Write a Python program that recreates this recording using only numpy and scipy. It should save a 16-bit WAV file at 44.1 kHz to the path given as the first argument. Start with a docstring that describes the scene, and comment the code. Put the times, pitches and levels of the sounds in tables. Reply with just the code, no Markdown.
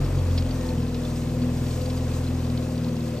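"""A parked four-cylinder car idles in light rain, heard from a few metres behind its tailpipes.
From the start its firings hum in the exhaust, and each puffs out gas that rushes and rings the pipe.
Drizzle hisses throughout, with an unsteady treble hiss on top that swells until 1.6 s.
Drops tick on the ground and bodywork, the loudest near 0.38 s; faint whines pass from 0.5 to 0.8 s.
The idle sags until 1.25 s, picks up until about 1.9 s, then sags again to its slowest at the end."""
import sys
import numpy as np
from scipy import signal
from scipy.fft import rfft, irfft
from scipy.io import wavfile
from scipy.ndimage import uniform_filter1d

SR = 44100
rng = np.random.default_rng(int(sys.argv[2]) if len(sys.argv) > 2 else 0)


def inscribe(sig):
    """Save sig as 16-bit PCM at rate SR to the path in sys.argv[1].

    A 1-D sig is mono; a 2-D sig holds one channel per row.
    Samples are clipped to [-1, 1] before scaling.
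    """
    pcm = np.round(np.clip(np.atleast_2d(sig).T, -1, 1) * 32767)
    wavfile.write(sys.argv[1], SR, pcm.astype(np.int16))


N = 141120


def undb(db):
    """Turn decibels into a gain."""
    return 10 ** (np.asarray(db) / 20)


def unit(x):
    """Scale a sound to an rms (average strength) of 1."""
    return x / np.sqrt(np.mean(x ** 2))


def pan(x, left_minus_right_db):
    """Place a sound by making one side louder and the other softer."""
    return x * undb(np.array([[left_minus_right_db], [-left_minus_right_db]]) / 2)


def read_curve(x, points):
    """Read a curve at x, with straight lines between its points."""
    return np.interp(x, *np.array(points).T)


def wander(rate_hz):
    """A smooth random curve with a spread near 1: random steps, averaged twice."""
    step = int(SR / rate_hz)
    steps = np.repeat(rng.standard_normal(N // step + 1), step)
    smooth = uniform_filter1d(uniform_filter1d(steps, step), step)
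    return 1.4 * smooth[:N]


def noise(spectrum):
    """Random noise of rms 1, its pitch balance shaped by (frequency [Hz], level [dB]) points."""
    hz, db = np.array(spectrum).T
    freqs = np.maximum(np.fft.rfftfreq(N, 1 / SR), 1)
    gain = undb(np.interp(np.log(freqs), np.log(hz), db))
    return unit(irfft(rfft(rng.standard_normal(N)) * gain, N))


def resonate(x, hz, width_hz):
    """Ring at one pitch; filtering twice makes the resonance's skirts steep."""
    b, a = signal.iirpeak(hz, hz / width_hz / np.sqrt(2), fs=SR)
    once = signal.lfilter(b, a, x)
    return signal.lfilter(b, a, once)


def hum(t, firing, speed_hz):
    """Exhaust pulses make tones at multiples of the firing rate; unequal cylinders add half multiples."""
    # the strongest multiples of the firing rate
    strong_orders = (1, 2, 3, 4, 6)
    # strong multiples: (time [s], level of 1st [dB], of 2nd [dB], of 3rd [dB], of 4th [dB], of 6th [dB])
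    strong_levels = [(0.04, -26, -28.5, -24, -49, -35.5), (0.1, -29, -27.5, -37, -50.5, -41.5),
                     (0.176, -29.0, -25.5, -23.0, -44, -43.5), (0.256, -33, -23.5, -39, -43.5, -45),
                     (0.31, -31, -21.5, -30.0, -39, -37.5), (0.42, -31.0, -24.0, -31.5, -42.5, -33.5),
                     (0.51, -30.5, -34.0, -32.5, -41, -32.5), (0.57, -34, -31, -31.5, -39, -34),
                     (0.65, -33, -30.5, -43, -38.5, -31), (0.81, -36.5, -30.0, -27.5, -33.5, -32.5),
                     (0.88, -36, -33.5, -35, -36, -32), (1.33, -38, -34.0, -31, -34.5, -33.5),
                     (1.439, -38, -31.5, -29.5, -32.0, -26.5), (1.67, -37.5, -31.5, -30.5, -38, -34),
                     (2.2, -36.5, -28, -30.5, -41.5, -35), (2.54, -40.0, -31, -28, -36.5, -30.0),
                     (2.68, -42.0, -34, -31.5, -35, -33), (2.87, -46, -36.5, -31, -31, -28.5),
                     (3.2, -47.0, -39, -35.5, -37, -36)]
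    # what the pipe lets through of a weaker multiple: (frequency [Hz], level [dB])
    pipe_tone = [(103, -51), (143, -41), (187, -64.5), (212, -47.5), (229, -40.5), (272, -51.5), (287, -45),
                 (308, -56.5), (337, -42.5), (372, -58), (402, -50), (425, -59), (446, -48.5), (488, -53),
                 (508, -44), (528, -54), (560, -61.5), (597, -53), (640, -63), (730, -60), (850, -66.5)]
    waver_db, drift = 0.2144, 0.05  # dB and radians, both growing with the order
    overtone_waver_db, overtone_drift = 3, 0.42  # dB and radians
    jitter_s, crank_wander = 0.00007, 0.05  # firings run early or late, in seconds and radians
    pipe_spread = 0.089  # the pipe delays high orders more, in radians per order squared
    silencer_hz, silencer_width_hz = 60, 24
    pan_db_per_hz = 0.0065

    phase = firing + 2 * np.pi * speed_hz * jitter_s * wander(60) + crank_wander * wander(11)
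    times, *levels = np.array(strong_levels).T
    tones = []
    for order, level in zip(strong_orders, levels):
        db = np.interp(t, times, level) + waver_db * order * wander(12)
        hz = order * speed_hz
        # far above its resonance the silencer delays a tone by nearly half a cycle
        silencer_lag = np.arctan2(hz * silencer_width_hz, silencer_hz ** 2 - hz ** 2)
        lag = silencer_lag + pipe_spread * order ** 2 + drift * order * wander(7.04)
        tones.append((order, db, lag))

    overtone_orders = [k / 2 for k in range(3, 40) if k / 2 not in strong_orders]
    for order in overtone_orders:
        # a tone swells as the changing speed slides it through a pipe resonance
        db = read_curve(order * speed_hz, pipe_tone) + overtone_waver_db * wander(7)
        lag = rng.uniform(0, 2 * np.pi) + overtone_drift * wander(5.99)
        tones.append((order, db, lag))

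    out = np.zeros((2, N))
    for order, db, lag in tones:
        tone = np.sqrt(2) * undb(db) * np.cos(order * phase - lag)
        out += pan(tone, pan_db_per_hz * order * speed_hz.mean())
    return out


def exhaust_gas(firing, speed_hz):
    """A puff of gas at each firing rushes out as noise and rings the pipe's resonances."""
    # exhaust resonances: (frequency [Hz], width [Hz], level [dB], left minus right [dB])
    pipe_rings = [(135, 30, -47.5, -2), (249.4, 33, -44, 0.5), (466, 35, -52, 1.5), (508.7, 8.2, -49, 7.5),
                  (598, 16, -56.5, 11), (1044, 33, -62.5, 17.5), (2577, 92, -61, -4.5)]
    # tone balance of the gas rush: (frequency [Hz], relative level [dB per Hz])
    rush_spectrum = [(20, -36), (40, -12), (90, 1.5), (190, -6), (300, -4), (450, -7), (700, -7),
                     (1100, -10.5), (1500, -18.5), (3000, -26), (8000, -59.5)]
    throb = 0.38  # how strongly the gas pulses with the firings
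    rush_db, rush_pan_db = -43.5, 6.5
    rush_db_per_hz = 0.9  # the rush grows with engine speed

    puff = unit(np.exp(throb * np.cos(firing)))
    flow = puff * rng.standard_normal(N)
    rings = np.zeros((2, N))
    for hz, width_hz, db, side_db in pipe_rings:
        rings += pan(undb(db) * unit(resonate(flow, hz, width_hz)), side_db)
    rush_level = undb(rush_db + rush_db_per_hz * (speed_hz - speed_hz.mean()))
    rush = rush_level * puff * noise(rush_spectrum)
    return rings + pan(rush, rush_pan_db)


def drizzle(t):
    """Fine rain and open air: noise makes a wide hiss, with an unsteady treble hiss on top."""
    # hiss shared by both sides: (frequency [Hz], relative level [dB per Hz])
    shared_spectrum = [(200, -2), (1000, 0.5), (1600, 0), (3000, -3.5), (4600, -5), (5600, -6),
                       (7800, -6.5), (8600, 1), (9500, -15.5), (12000, -7), (13500, -15), (15500, -26)]
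    # hiss that differs between the sides: (frequency [Hz], relative level [dB per Hz])
    wide_spectrum = [(150, -7), (500, 6), (750, 9), (1150, 4.5), (1700, -13), (2600, -0.5), (4900, 0.5),
                     (6500, -5), (8200, -13), (9400, -45), (10800, -34.5), (12000, -8), (13300, -7.5),
                     (14500, -34)]
    # the treble hiss: (frequency [Hz], relative level [dB per Hz])
    treble_spectrum = [(2500, -16), (5000, -3.5), (7000, -0.5), (8800, 2.5), (9600, -13), (13000, -10),
                       (15500, -18)]
    # the treble hiss swells and eases: (time [s], level [dB])
    treble_swell = [(.5, -1), (1.6, 3.5), (3.2, -2.5)]
    shared_db, wide_db, waver_db = -46, -51, 0.78
    treble_db, treble_waver_db = -54.5, 3.5

    mid = undb(shared_db) * noise(shared_spectrum)
    side = undb(wide_db) * noise(wide_spectrum)
    hiss = np.array([mid + side, mid - side]) * undb(waver_db * wander(12.02))
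    treble = undb(treble_db + treble_waver_db * wander(24.12)) * noise(treble_spectrum)
    return hiss + treble * undb(read_curve(t, treble_swell))


def add_drop(out, splash, start, db, hz, ring_s, pan_db):
    """Add one drop: its strike makes a ping and a noisy splash that die away together."""
    splash_db, attack_s = -4.5, 0.00089
    i = int(start * SR)
    age = np.arange(min(SR // 16, N - i)) / SR
    strike = np.sin(2 * np.pi * hz * age) + undb(splash_db) * splash[i:i + len(age)]
    envelope = np.exp(-age / ring_s) * (1 - np.exp(-age / attack_s))
    out[:, i:i + len(age)] += pan(undb(db) * strike * envelope, pan_db)


def drips():
    """Drops tick on the ground and bodywork: a few near ones over a random patter of far ones."""
    # near drops: (time [s], level before the rise and decay [dB], pitch [Hz], ring time [s])
    near_drops = [(.045, -40, 5200, .006), (.376, -22, 4420, 0.0021), (.377, -35.5, 2180, 0.0043),
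                  (.38, -33.5, 5110, 0.0096), (0.3851, -24, 4700, 0.0014), (.508, -37, 4620, 0.0064),
                  (.688, -35, 4387, 0.0049), (.945, -37, 5030, .0049), (1.049, -34.5, 3540, .0074),
                  (1.159, -37.5, 5100, 0.0054), (1.417, -41, 4590, .012), (1.859, -38, 4640, .005),
                  (1.9, -37.5, 5320, 0.0063), (1.972, -38.5, 4820, .0065), (2.115, -39, 4040, .005),
                  (2.271, -39.5, 4100, .006), (2.844, -37.5, 4139, .0049), (3.078, -44, 5100, 0.0051)]
    # tone balance of a splash: (frequency [Hz], relative level [dB per Hz])
    splash_spectrum = [(800, -29), (2200, -3), (4600, 5), (6000, -12), (13000, -24)]
    near_pan_db = -1.5
    patter_per_s, patter_db, patter_scatter_db = 90, -45.5, 2.1
    patter_hz, patter_ring_s = 4424, 0.0039  # the middle pitch, and how long each rings

    out, splash = np.zeros((2, N)), noise(splash_spectrum)
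    for start, db, hz, ring_s in near_drops:
        add_drop(out, splash, start, db, hz, ring_s, near_pan_db)
    count = int(patter_per_s * N / SR)
    starts = rng.uniform(0, (N - 1) / SR, count)
    for start, (size, pitch, place) in zip(starts, rng.standard_normal((count, 3))):
        db = patter_db + patter_scatter_db * size
        hz = patter_hz * np.exp(0.35 * pitch)
        add_drop(out, splash, start, db, hz, patter_ring_s, 4 * place)
    return out


def whines(t):
    """Thin sine tones of unsteady phase that swell and fade."""
    # faint brief whines: (start [s], length [s], frequency [Hz], level at the height of the swell [dB])
    whine_list = [(0.603, 0.17, 890, -44), (0.5, 0.26, 1826, -51)]
    waver = 0.66  # radians
    out = np.zeros(N)
    for start, length, hz, db in whine_list:
        swell = np.sin(np.pi * np.clip((t - start) / length, 0, 1))
        out += undb(db) * swell * np.sin(2 * np.pi * hz * t + waver * wander(50))
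    return out


def scene():
    """The idling car in the rain: one firing rhythm drives both the hum and the gas."""
    # engine speed: (time [s], firing rate [firings per second])
    idle_speed = [(0.0, 46.2), (0.15, 45.1), (0.4, 43), (0.6, 42.5), (0.8, 41.08), (1.05, 40.52),
                  (1.25, 40.2), (1.45, 41), (1.65, 40.7), (1.85, 42.2), (2.05, 42.07), (2.25, 42),
                  (2.5, 41.2), (2.7, 40.7), (2.95, 40.2), (3.2, 38.5)]
    first_firing_s = 0.018
    t = np.arange(N) / SR
    speed_hz = read_curve(t, idle_speed)
    # adding up the speed gives the firing phase in radians
    firing = 2 * np.pi * (np.cumsum(speed_hz) / SR - speed_hz[0] * first_firing_s)
    car = hum(t, firing, speed_hz) + exhaust_gas(firing, speed_hz)
    return car + drizzle(t) + drips() + whines(t)


def record(dry):
    """Two microphone openings hear the scene slightly out of step; the top is cut."""
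    # how far the left opening leads the right: (frequency [Hz], phase [radians])
    port_phase = [(0, 0), (400, 0.12), (700, 1), (1150, 0.05), (1700, 0.04), (3000, 1.13), (4700, 1.5),
                  (5400, 0.31), (8000, 2), (9200, 3), (11000, 3), (14000, 7)]
    edge_s, top_hz = 0.004, 15200  # fade at each end, and the highest pitch kept
    lead = read_curve(np.fft.rfftfreq(N, 1 / SR), port_phase)
    faded = dry * signal.windows.tukey(N, 2 * edge_s * SR / N)
    # half the lead goes to each side, in opposite directions
    shift = np.exp(0.5j * np.array([lead, -lead]))
    ports = irfft(rfft(faded) * shift, N)
    top_cut = signal.ellip(8, 0.2, 80, top_hz, fs=SR, output="sos")
    return signal.sosfilt(top_cut, ports)


dry = scene()
out = record(dry)
inscribe(out)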